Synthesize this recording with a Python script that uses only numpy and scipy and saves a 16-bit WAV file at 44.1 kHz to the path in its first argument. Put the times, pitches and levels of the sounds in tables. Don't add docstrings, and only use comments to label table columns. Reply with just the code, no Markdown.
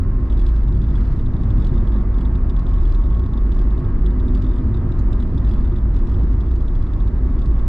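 import sys
import numpy as np
from scipy import signal
from scipy.fft import rfft, irfft
from scipy.io import wavfile
from scipy.ndimage import uniform_filter1d, minimum_filter1d

SR = 44100
rng = np.random.default_rng(int(sys.argv[2]) if len(sys.argv) > 2 else 0)


def generate_wav(sig):
    pcm = np.round(np.clip(np.atleast_2d(sig).T, -1, 1) * 32767).astype(np.int16)
    wavfile.write(sys.argv[1], SR, pcm)


N = 338684
TIME = np.arange(N) / SR
SIDES = np.array([[1], [-1]])

# time_s, rise_db (a minus is a dip)
BUMPS = [(.15, 3.5), (.49, 3.5), (1.25, 7), (1.71, 5.5), (2.06, 3), (2.43, -1.5), (3.8, -1), (3.97, 9),
         (4.95, 3.5), (5.21, 4.5), (5.59, 8), (6.04, 7.5), (6.6, 4), (6.779, 8), (7.38, 5.5), (7.62, 8)]
BUMP_S, SHAKE_DB = 0.085, -23.5
# time_s, level_db, pitch_hz
BOOM = [(0.0, -20, 45.95), (0.35, -18.5, 48), (0.45, -12.5, 43.28), (0.83, -19, 54.17), (1.12, -16, 44.32),
        (1.25, -29, 52.07), (1.44, -21.5, 55.88), (1.57, -10.5, 44.08), (1.68, -24, 46.84),
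        (1.89, -13, 44.9), (2.03, -18.5, 46.16), (2.19, -16.5, 48.02), (2.37, -18, 46.93),
        (2.59, -13.5, 45.05), (2.65, -21.5, 48.05), (2.71, -13.5, 43.2), (2.85, -9.5, 41.03),
        (3.07, -12, 46.14), (3.31, -22.5, 51.96), (3.49, -13.5, 42.96), (3.73, -17, 45.84),
        (3.81, -27, 47.96), (3.86, -19.5, 47.1), (3.92, -24.5, 45.04), (4.03, -9, 45), (4.16, -19.5, 49.45),
        (4.27, -12, 45.1), (4.51, -19, 46.1), (4.61, -23.5, 53.93), (4.77, -20, 52.83), (4.86, -24.5, 51.8),
        (5.1, -12, 48.96), (5.2, -22, 53.2), (5.28, -20.5, 56.65), (5.36, -23, 58.17), (5.47, -13.5, 54.3),
        (5.57, -18, 44.02), (5.73, -16.5, 52.89), (6.03, -16, 45.17), (6.24, -14.5, 52.8),
        (6.35, -20, 46.85), (6.43, -14.5, 60.2), (6.59, -19, 60.84), (6.7, -21.5, 54.63),
        (6.85, -23.5, 47.2), (7.01, -17, 46.05), (7.28, -17, 55.17), (7.33, -18.5, 49.05),
        (7.49, -14.5, 52.65), (7.68, -21.0, 56.96)]
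# time_s, level_db
LOW_HUM = [(0, -25), (.3, -40.5), (.9, -30.5), (1.15, -34.5), (1.7, -29), (2.4, -36.5), (2.65, -31),
           (3.28, -28.5), (3.58, -45), (3.9, -29.5), (4.15, -33.5), (4.33, -20.5), (4.65, -33.5),
           (4.85, -27), (5.15, -37.5), (5.4, -28), (5.6, -33), (5.78, -24), (5.98, -37), (6.13, -18.5),
           (6.3, -39), (6.55, -27.5), (7.2, -33.5), (7.45, -41), (7.68, -24.5)]
# frequency_hz, density_db (per Hz)
RUMBLE_SPECTRUM = [(30, -5), (38, 2), (45, -4.5), (55, -8), (66, -1), (78, -18)]
RUMBLE_DB = -8

# time_s, thrum_db, drone_db
SURFACE = [(0, -22, -31.5), (.55, -27, -34.5), (.8, -20, -31.5), (1.2, -22.5, -33), (1.6, -20, -32),
           (2.05, -26, -30.5), (2.6, -22.5, -34.5), (2.92, -26, -33), (3.3, -23.5, -33.5), (3.48, -27, -32),
           (3.87, -23, -31.5), (4.1, -24, -30.5), (4.42, -24.5, -30), (4.75, -20.5, -31),
           (5.1, -23.5, -29.5), (5.4, -21.5, -30), (5.92, -26.5, -32.5), (6.25, -21.5, -31.5),
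           (6.6, -24.5, -32), (6.82, -27, -35.5), (7.25, -22.5, -29.5), (7.68, -26.5, -34.5)]
# time_s, rise_db
THUMPS = [(.38, 3), (.75, 1.5), (1.35, 3), (1.52, 2), (1.74, 2.5), (2.3, 3), (2.64, 5), (3.14, 1), (3.3, 3),
          (3.84, 4), (4.27, 4), (4.63, 2), (4.87, 1.5), (5.36, 2), (5.73, 2), (6.23, 3.5), (7.48, 4)]
THUMP_S = 0.03
# frequency_hz, density_db (per Hz)
THRUM_SPECTRUM = [(32, -10.5), (66, 6.5), (80, 1), (100, 0), (120, -2), (145, -5.5), (180, -14),
                  (230, -37.5)]
DRONE_SPECTRUM = [(130, -32.5), (185, 2), (230, 1), (280, -1.5), (340, -3.5), (400, -10.5), (430, -13),
                  (500, -19.5), (700, -42.5)]
# frequency_hz, width_hz, gain_db (a minus is a dip)
CABIN_MODES = [(99, 8.7, 2.5), (113.2, 3.3, 6.5), (134, 8.3, -3), (161, 38, 5.5), (209.6, 27, 4.5),
               (224, 15, -2), (252.3, 19, 5.5), (311, 22, 3), (353.2, 16, 6.5), (384.3, 12, 6.5),
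               (458.4, 26, 6)]
# time_s, lower_hum_db, upper_hum_db
HUMS = [(0, -40, -36.5), (.6, -41.5, -46), (1.0, -38, -48), (1.45, -34, -38.5), (1.9, -34.5, -43),
        (2.3, -39, -34.5), (3.2, -50.5, -42), (4.0, -46.5, -41.5), (4.45, -42, -33), (4.8, -32.5, -42),
        (5.2, -44.5, -43.5), (5.7, -36.5, -35), (6.1, -43, -48.5), (6.6, -50.5, -44), (7.68, -41, -41)]
# time_s, level_db
PANEL = [(0, -53), (1.3, -53), (2.2, -50), (2.9, -43.5), (3.2, -50), (3.9, -39), (4.8, -43.5), (5.6, -42.5),
         (6.25, -46), (6.8, -50.5), (7.68, -46)]

# time_s, roar_db, hiss_db
TUNNEL = [(0.0, -47, -49.5), (0.09, -46.5, -50.5), (0.36, -45.1, -49.5), (0.47, -47.6, -50.0),
          (0.69, -45, -52.0), (0.79, -47.5, -52), (1.0, -44, -47.5), (1.18, -47, -51.5), (1.47, -43, -49.5),
          (2.02, -43.5, -48.6), (2.4, -44.5, -49.2), (2.65, -43, -50), (2.85, -45.5, -49),
          (3.08, -44, -51.5), (3.54, -46.5, -49.6), (3.68, -44, -49), (4.48, -44.8, -49),
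          (5.13, -43, -48.6), (5.33, -45.5, -50.5), (5.47, -44, -48.5), (5.91, -46, -50.5),
          (6.19, -43.1, -50.5), (6.31, -45, -51), (6.41, -44.5, -51), (6.55, -47.5, -52.5),
          (6.89, -46, -50.5), (7.16, -44.6, -50.5), (7.3, -46.3, -49.5), (7.52, -45.5, -50.8),
          (7.67, -45, -49.5)]
# frequency_hz, density_db (per Hz)
ROAR_SPECTRUM = [(300, -10.5), (450, 3), (620, 2.5), (790, -2.5), (920, 0), (1060, 2.5), (1200, -8),
                 (1500, -29.5)]
HISS_SPECTRUM = [(900, -20), (1150, 1), (1270, -1), (1400, -5.5), (1800, -9.5), (2050, -14), (2350, -19),
                 (3500, -27.5), (5000, -31.5), (6000, -41.5), (7400, -39.5), (9000, -50), (14000, -60.5)]
# frequency_hz, width_hz, gain_db (a minus is a dip)
WINDOW_MODES = [(910, 28, 3), (1010, 40, -3), (1270, 51, 1.5), (1500, 81, -1.5), (1600, 50, 3),
                (1835, 50, 2), (1900, 40, -4), (1980, 70, 3), (2270, 50, -1)]
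# time_s, level_db
WHINE = [(0, -51), (.5, -56.5), (.8, -69), (1.9, -56.5), (2.6, -52.5), (3.1, -50), (3.93, -53),
         (4.05, -71.5), (6.7, -65.5), (7.0, -51.5), (7.16, -64), (7.33, -50.5), (7.68, -52.5)]
WHINE_START_HZ, WHINE_END_HZ, WHINE_SETTLE_S = 1060, 1105, 1.7

# time_s, level_db
RUBBING = [(0, -85), (.25, -72), (.52, -66), (.72, -72), (1.03, -66), (1.3, -72), (1.68, -68), (2.1, -78.5),
           (2.45, -79), (2.78, -67.5), (3.4, -74.5), (3.62, -66), (3.85, -80.5), (4.45, -70), (4.8, -77),
           (5.55, -70), (5.85, -76.5), (6.15, -69.5), (7.68, -73)]
# frequency_hz, density_db (per Hz)
RUB_SPECTRUM = [(900, -9.5), (1700, 12), (2900, 3.5), (5000, -0.5), (7500, -10), (8500, -13),
                (12000, -16.5), (15000, -33)]
# time_s, squeal_db, scrape_db, pitch_hz
SQUEAKS = [(0.3, -46.7, -56.0, 3620.0), (0.3236, -49, -51, 3360.0), (0.3742, -49.7, -54.0, 3630.0),
           (0.3941, -48, -48, 3460.0), (0.4152, -49, -53.5, 3460), (0.4642, -46.7, -48.5, 3480),
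           (0.4879, -50, -50.5, 3420.0), (0.5611, -56, -57, 3440.0), (0.6346, -57.5, -58.5, 3480.0),
           (0.681, -54, -56.0, 3610.0), (0.7239, -57, -56, 3520.0), (0.7471, -56, -60.0, 3480),
           (0.7715, -58, -58, 3400.0), (0.8163, -54, -53.5, 3500.0), (0.84, -50.2, -56.0, 3440),
           (0.8862, -51.5, -58.0, 3550.0), (0.9056, -52, -56, 3550.0), (0.955, -45, -52.5, 3370),
           (0.9754, -60, -55, 3560.0), (1.0078, -62.0, -54.5, 3310.0), (1.0516, -52.0, -56, 3440.0),
           (1.0733, -61.0, -56, 3340), (1.1234, -60.5, -54.0, 3450.0), (1.1925, -48, -51.5, 3630.0),
           (1.2612, -51.5, -59.5, 3580.0), (1.3371, -52, -57, 3690.0), (1.3652, -48, -58.0, 3580),
           (1.41, -54, -57.0, 3550.0), (1.4338, -49.7, -55.5, 3560.0), (1.5041, -49, -51.5, 3530),
           (1.5786, -53, -55.5, 3530.0), (1.5987, -58.5, -54, 3530), (1.622, -47.2, -56.0, 3550.0),
           (1.646, -45, -48.0, 3400), (1.668, -54, -47.5, 3590.0), (1.6923, -52.0, -59, 3600.0),
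           (1.7393, -54, -59, 3550.0), (1.7573, -55.5, -57.0, 3530.0), (1.778, -48, -55, 3590.0),
           (1.8058, -55, -60.0, 3600.0), (1.8727, -49, -53, 3300.0), (1.9205, -53.5, -58.0, 3510.0),
           (1.941, -50, -58.5, 3610.0), (1.9615, -51.7, -61.5, 3560.0), (1.9845, -54.5, -60.5, 3580.0),
           (2.0082, -55, -59.5, 3490.0), (2.1423, -51.5, -58.0, 3560.0), (2.1831, -53, -53, 3390.0),
           (2.21, -51.2, -53, 3410.0), (2.252, -47, -56, 3570.0), (2.353, -49, -53.5, 3610.0),
           (2.4974, -46, -49, 3600), (2.5642, -48, -53.5, 3560.0), (2.5931, -52.5, -51.5, 3410.0),
           (2.666, -48, -54, 3540.0), (2.69, -59.5, -52.5, 3550.0), (2.7108, -62.5, -57.5, 3570.0),
           (2.7365, -53.5, -50, 3440.0), (2.7606, -63.5, -58, 3650.0), (2.7826, -54.0, -62.0, 3580.0),
           (2.8079, -54.0, -58.5, 3620.0), (2.832, -54.5, -58, 3600.0), (2.8538, -46.7, -54, 3350.0),
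           (2.875, -62.5, -55.5, 3600.0), (2.8969, -52.5, -56.5, 3530.0), (2.922, -47, -49, 3440.0),
           (2.9474, -49, -48.5, 3470.0), (2.9922, -54, -63, 3540.0), (3.0143, -61.0, -58.5, 3520.0),
           (3.0373, -51.7, -60, 3580.0), (3.0594, -52.5, -58.5, 3530.0), (3.1054, -52, -59, 3570.0),
           (3.1261, -56, -60.0, 3550.0), (3.147, -53.5, -56.5, 3300.0), (3.1698, -58.0, -57.5, 3510.0),
           (3.194, -49.7, -52.5, 3330), (3.2386, -52.5, -66.0, 3560.0), (3.261, -48, -52.5, 3470),
           (3.3349, -50, -55, 3610.0), (3.3744, -46.2, -52, 3550), (3.5196, -47.2, -49.5, 3390.0),
           (3.5448, -61.0, -55, 3380.0), (3.5665, -60, -60, 3530.0), (3.5899, -48.5, -52, 3300),
           (3.614, -55.0, -56, 3430.0), (3.6378, -62, -59, 3520.0), (3.7066, -51.7, -60.5, 3580.0),
           (3.7787, -51.7, -57, 3650.0), (3.7985, -53.0, -54.5, 3540.0), (3.8461, -51.5, -60, 3580.0),
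           (4.0614, -43.5, -49.5, 3400), (4.1058, -50.7, -58, 3620.0), (4.1988, -50.2, -55, 3630.0),
           (4.2815, -48.7, -54, 3590.0), (4.3488, -43.7, -47, 3500), (4.3719, -55.0, -56, 3540.0),
           (4.4207, -47, -48.5, 3500.0), (4.4443, -50.2, -57.0, 3580.0), (4.4655, -49.2, -58.5, 3590.0),
           (4.4917, -51.7, -57.5, 3530.0), (4.5131, -51.7, -57, 3600.0), (4.5353, -53.0, -62.0, 3550.0),
           (4.561, -55.0, -56.0, 3530.0), (4.5826, -52, -57, 3580.0), (4.7439, -48, -55.0, 3730),
           (4.77, -49.7, -56.5, 3570), (4.9197, -48.5, -55, 3630), (5.1288, -46, -49, 3580.0),
           (5.2011, -47.5, -52, 3590), (5.2243, -50.2, -53, 3360.0), (5.3778, -46, -52, 3520.0),
           (5.4473, -49, -52.5, 3540.0), (5.4717, -52.5, -55.5, 3650.0), (5.4897, -56.5, -51, 3650.0),
           (5.5123, -48.2, -52, 3350), (5.5366, -54.5, -50.5, 3440.0), (5.5607, -55.0, -61, 3500.0),
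           (5.5804, -54, -59, 3510.0), (5.6075, -54, -57, 3550.0), (5.649, -52.5, -55, 3660.0),
           (5.6751, -55.0, -59.0, 3540.0), (5.72, -57, -64, 3500.0), (5.7608, -50, -57.0, 3540.0),
           (5.7836, -51, -57, 3540.0), (5.9431, -54.0, -55, 3540.0), (5.9639, -53, -50.5, 3740.0),
           (5.9882, -64.0, -54.5, 3700.0), (6.0708, -54, -51.5, 3440), (6.0954, -59.5, -53, 3620.0),
           (6.118, -58, -55, 3550), (6.1412, -57.5, -55, 3440.0), (6.1912, -55.5, -62.0, 3480.0),
           (6.2117, -56.0, -61.0, 3620.0), (6.2328, -62, -57.0, 3550.0), (6.33, -51, -57, 3450.0),
           (6.4071, -50, -53.5, 3350), (6.5119, -49, -55.5, 3590.0), (6.5583, -56.0, -54, 3590.0),
           (6.6052, -54.0, -59, 3440.0), (6.6804, -49.5, -54, 3600), (6.7524, -47, -53, 3390.0),
           (6.8237, -52, -54.0, 3650), (6.8677, -52.5, -60, 3580.0), (6.9343, -49.2, -54.5, 3550.0),
           (7.002, -49, -55, 3530), (7.0764, -47.5, -51.5, 3580), (7.3898, -51, -53.5, 3620),
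           (7.4182, -48.2, -54, 3550.0), (7.4578, -52, -51.5, 3460.0), (7.5927, -52, -56.0, 3550)]
# frequency_hz, density_db (per Hz)
SCRAPE_SPECTRUM = [(1800, -14.5), (2400, 2.5), (2900, 5), (3300, 4.5), (3850, 5), (4050, 4), (4350, -2.5),
                   (4850, 3.5), (5400, -6.5), (7200, -11.5), (7900, -4.5), (8300, -19.5), (11000, -18.5),
                   (13500, -25.5), (15000, -38)]
SLIP_S, SLIP_VARIES = .00098, .2
# lowest_db, highest_db
CHATTER_DB = (2.5, 11.5)
SLIPS_PER_S = 43
CHATTER_LIMIT_DB = -69.5
HOLD_S = .017
# start_s, level_db
TICKS = [(4.988, -50)]
# pitch_hz, level_db, t60_s (time to fall 60 dB)
TICK_MODES = [(3950, 0, 0.032), (4660, -11, .022), (5040, -13, .02), (6100, -19, .018), (7000, -15, .015)]
# frequency_hz, density_db (per Hz)
SNAP_SPECTRUM = [(2000, -24.5), (3400, -7.5), (3950, 2), (5400, -1.5), (6100, -1.5), (7900, -3),
                 (8700, -11), (14000, -26.5)]
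# delay_s, level_db
ECHOES = [(.00299, 0), (.0053, -15), (.0084, -11), (.0095, -17)]
CABIN_T60_S, TAIL_DRIFT_HZ = .05, 3.3

# frequency_hz, likeness (0 to 1)
LIKENESS = [(60, .995), (120, .995), (175, .975), (240, .988), (330, .93), (600, .85), (1200, .78),
            (2500, .62), (6000, .58), (12000, .68)]
# frequency_hz, difference_db
TILT = [(60, 1), (150, -0.8), (380, -1), (950, -2.5), (2380, -1.1), (5980, -1), (15000, -2)]
# frequency_hz, lead_radians
LEAD = [(120, .01), (175, .07), (240, -.04), (350, 0), (460, .3), (780, .05), (1000, .3), (1250, .15),
        (1600, .45), (2700, .6), (4200, 0)]
EDGE_HZ = 14500


def amp(db):
    return 10 ** (np.asarray(db) / 20)


def unit(x):
    return x / np.sqrt(np.mean(x ** 2) + 1e-20)


def curve(rows, axis=1):
    rows = np.asarray(rows)
    return np.interp(TIME, rows[:, 0], rows[:, axis])


def spectrum(points, hz):
    table_hz, value = np.transpose(points)
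    return np.interp(np.log(hz + 1), np.log(table_hz), value)


def add(mix, s, sound):
    part = mix[:, max(round(s * SR), 0):][:, :sound.shape[-1]]
    part += sound[..., :part.shape[1]]


def flutter(rate_hz):
    hz = np.fft.rfftfreq(N, 1 / SR)
    slow = np.exp(-(hz / rate_hz) ** 2) * (hz > 1)
    return unit(irfft(rfft(rng.standard_normal(N)) * slow, N))


def swells(rows, width_s):
    return sum(rise_db * np.exp(-((TIME - s) / width_s) ** 2) for s, rise_db in rows)


def cabin_noise(shape, modes=()):
    hz = np.fft.rfftfreq(N, 1 / SR)
    high_cut = 1 + (hz / shape[-1][0]) ** 4
    low_cut = 1 + (shape[0][0] / (hz + 1)) ** 4
    gain = amp(spectrum(shape, hz)) / high_cut / low_cut
    for mode_hz, width, db in modes:
        gain = gain * amp(db / (1 + (2 * (hz - mode_hz) / width) ** 2))
    common, apart = rfft(rng.standard_normal((2, N)))
    same = np.clip(spectrum(LIKENESS, hz), 0, 1)
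    pair = np.sqrt(1 + same) * common + SIDES * np.sqrt(1 - same) * apart
    level_split = amp(SIDES * spectrum(TILT, hz) / 2)
    phase_split = np.exp(.5j * SIDES * spectrum(LEAD, hz))
    return unit(irfft(pair * gain * level_split * phase_split, N))


def sway(hz, width_hz, steadiness, apart):
    offset = np.fft.fftfreq(N, 1 / SR)
    band = np.exp(-(offset / width_hz) ** 2)
    noise = rng.standard_normal((2, N)) + 1j * rng.standard_normal((2, N))
    drift, stray = np.fft.ifft(noise * band)
    drift = drift / abs(drift) ** np.clip(steadiness, 0, 1)
    drift = np.fft.ifft(np.fft.fft(drift) * np.exp(-(offset / (2 * width_hz)) ** 4))
    turn = np.exp(2j * np.pi * np.cumsum(hz * np.ones(N)) / SR)
    return unit((drift * turn).real) + apart * SIDES * unit((stray * turn).real)


def body():
    shake_db = SHAKE_DB + swells(BUMPS, BUMP_S)
    shake = amp(shake_db) * sway(hz=27.52, width_hz=8, steadiness=0.85, apart=.035)
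    boom = amp(curve(BOOM)) * sway(hz=curve(BOOM, axis=2), width_hz=10, steadiness=0.77, apart=0.033)
    low_hum = amp(curve(LOW_HUM)) * sway(hz=90.35, width_hz=4.0, steadiness=0.28, apart=.04)
    rumble = amp(curve(BOOM) + RUMBLE_DB) * cabin_noise(RUMBLE_SPECTRUM)
    return (shake + boom + low_hum + rumble) * amp(-.15 * SIDES)


def tyres():
    patches_db = 0.78 * flutter(rate_hz=29) + swells(THUMPS, THUMP_S)
    thrum = amp(curve(SURFACE, axis=1) + patches_db) * cabin_noise(THRUM_SPECTRUM, CABIN_MODES)
    drone = amp(curve(SURFACE, axis=2) + patches_db) * cabin_noise(DRONE_SPECTRUM, CABIN_MODES)
    lower = amp(curve(HUMS, axis=1)) * sway(hz=211.8, width_hz=7.3, steadiness=0.55, apart=.06)
    upper = amp(curve(HUMS, axis=2)) * sway(hz=250.6, width_hz=7.5, steadiness=0.31, apart=.05)
    panel = amp(curve(PANEL)) * sway(hz=359.2, width_hz=8, steadiness=0.75, apart=.12)
    return thrum + drone + (lower + upper + panel) * amp([[-.5], [.5]])


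def tunnel():
    roar_db = curve(TUNNEL, axis=1) + .5 * flutter(rate_hz=20)
    roar = amp(roar_db) * cabin_noise(ROAR_SPECTRUM, WINDOW_MODES)
    hiss_db = curve(TUNNEL, axis=2) + .5 * flutter(rate_hz=27)
    hiss = amp(hiss_db) * cabin_noise(HISS_SPECTRUM, WINDOW_MODES)
    whine_hz = WHINE_END_HZ + (WHINE_START_HZ - WHINE_END_HZ) * np.exp(-TIME / WHINE_SETTLE_S)
    whine = amp(curve(WHINE)) * sway(hz=whine_hz, width_hz=21, steadiness=.3, apart=.25)
    return roar + hiss + whine * amp([[-1.2], [.8]])


def chirp(squeal_db, scrape_db, hz):
    t = np.arange(512) / SR
    stretch = np.exp(SLIP_VARIES * rng.standard_normal())
    swell = np.exp(-((t - .003) / (SLIP_S * stretch)) ** 2) / np.sqrt(stretch)
    squeal = swell * np.sin(2 * np.pi * hz * t + .2 * SIDES)
    colour = amp(spectrum(SCRAPE_SPECTRUM, np.fft.rfftfreq(len(t), 1 / SR)))
    common, side = rng.standard_normal((2, len(t)))
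    grit = rfft(swell * (common + .5 * SIDES * side))
    even_grit = grit / np.sqrt(abs(grit))
    scrape = unit(irfft(colour * even_grit)) * np.sqrt(np.mean(swell ** 2))
    return amp(squeal_db) * squeal + amp(scrape_db) * scrape


def tick(snap_s, snap_db):
    t = np.arange(SR // 16) / SR
    ring = sum(amp(db - 60 * t / t60) * np.sin(2 * np.pi * hz * t) for hz, db, t60 in TICK_MODES)
    colour = amp(spectrum(SNAP_SPECTRUM, np.fft.rfftfreq(len(t), 1 / SR)))
    snap = unit(irfft(rfft(rng.standard_normal((2, len(t)))) * colour, len(t)))
    fade_in = 1 - np.exp(-t / .0015)
    return (ring + amp(snap_db) * snap * np.exp(-t / snap_s)) * fade_in


def cabin(x, tail_db, t60, echo_db):
    t = np.arange(SR // 10) / SR
    echoes = sum(amp(db + echo_db) * np.sinc((t - delay) * SR) for delay, db in ECHOES)
    hard = np.sinc(t * SR) + echoes
    out = signal.fftconvolve(x, hard[None], axes=1)[:, :N]
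    after_first_echo = t > ECHOES[0][0]
    tails = rng.standard_normal((4, 2, len(t))) * amp(-60 * t / t60) * after_first_echo
    turn = 2 * np.pi * TAIL_DRIFT_HZ * TIME
    shares = np.array([np.cos(turn), np.sin(turn), np.cos(np.e * turn), np.sin(np.e * turn)]) / np.sqrt(2)
    for share, tail in zip(shares, tails):
        even_tail = tail / np.linalg.norm(tail[0])
        out += amp(tail_db) * signal.fftconvolve(x * share, even_tail, axes=1)[:, :N]
    return out


def trim():
    rubbing_db = curve(RUBBING)
    grain = unit(uniform_filter1d(rng.standard_normal(N), size=300))
    dry = amp(rubbing_db + 2 * grain) * cabin_noise(RUB_SPECTRUM)
    lead_s = .003
    for s, squeal_db, scrape_db, hz in SQUEAKS:
        add(dry, s - lead_s, chirp(squeal_db, scrape_db, hz))
    for s in np.arange(.02, N / SR - .02, 1 / SLIPS_PER_S):
        above_rubbing_db = np.interp(rng.random(), [0, 1], CHATTER_DB)
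        db = above_rubbing_db + min(rubbing_db[int(s * SR)], CHATTER_LIMIT_DB)
        slip = chirp(db, db - 8.5, hz=3580 * (1 + 0.035 * rng.standard_normal()))
        free = min(abs(s - row[0]) for row in SQUEAKS) > HOLD_S
        add(dry, s - 2 * lead_s * rng.random(), free * slip)
    for s, db in TICKS:
        add(dry, s, amp(db) * tick(snap_s=0.0036, snap_db=0.5))
    return cabin(dry, tail_db=1.5, t60=CABIN_T60_S, echo_db=1.25) * amp([[-.7], [.7]])


def scene():
    return body() + tyres() + tunnel() + trim()


def record(dry):
    bass = signal.sosfiltfilt(signal.butter(2, 160, fs=SR, output="sos"), dry)
    room = np.minimum(amp(-7.6) / (abs(dry).max(0) + 1e-9), 1)
    gain = uniform_filter1d(minimum_filter1d(room, size=1200), size=1000)
    limited = dry + (gain - 1) * bass
    band_limit = signal.firwin(255, EDGE_HZ, window=("kaiser", 9), fs=SR)
    return signal.oaconvolve(limited, band_limit[None], "same")


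dry = scene()
out = record(dry)
generate_wav(out)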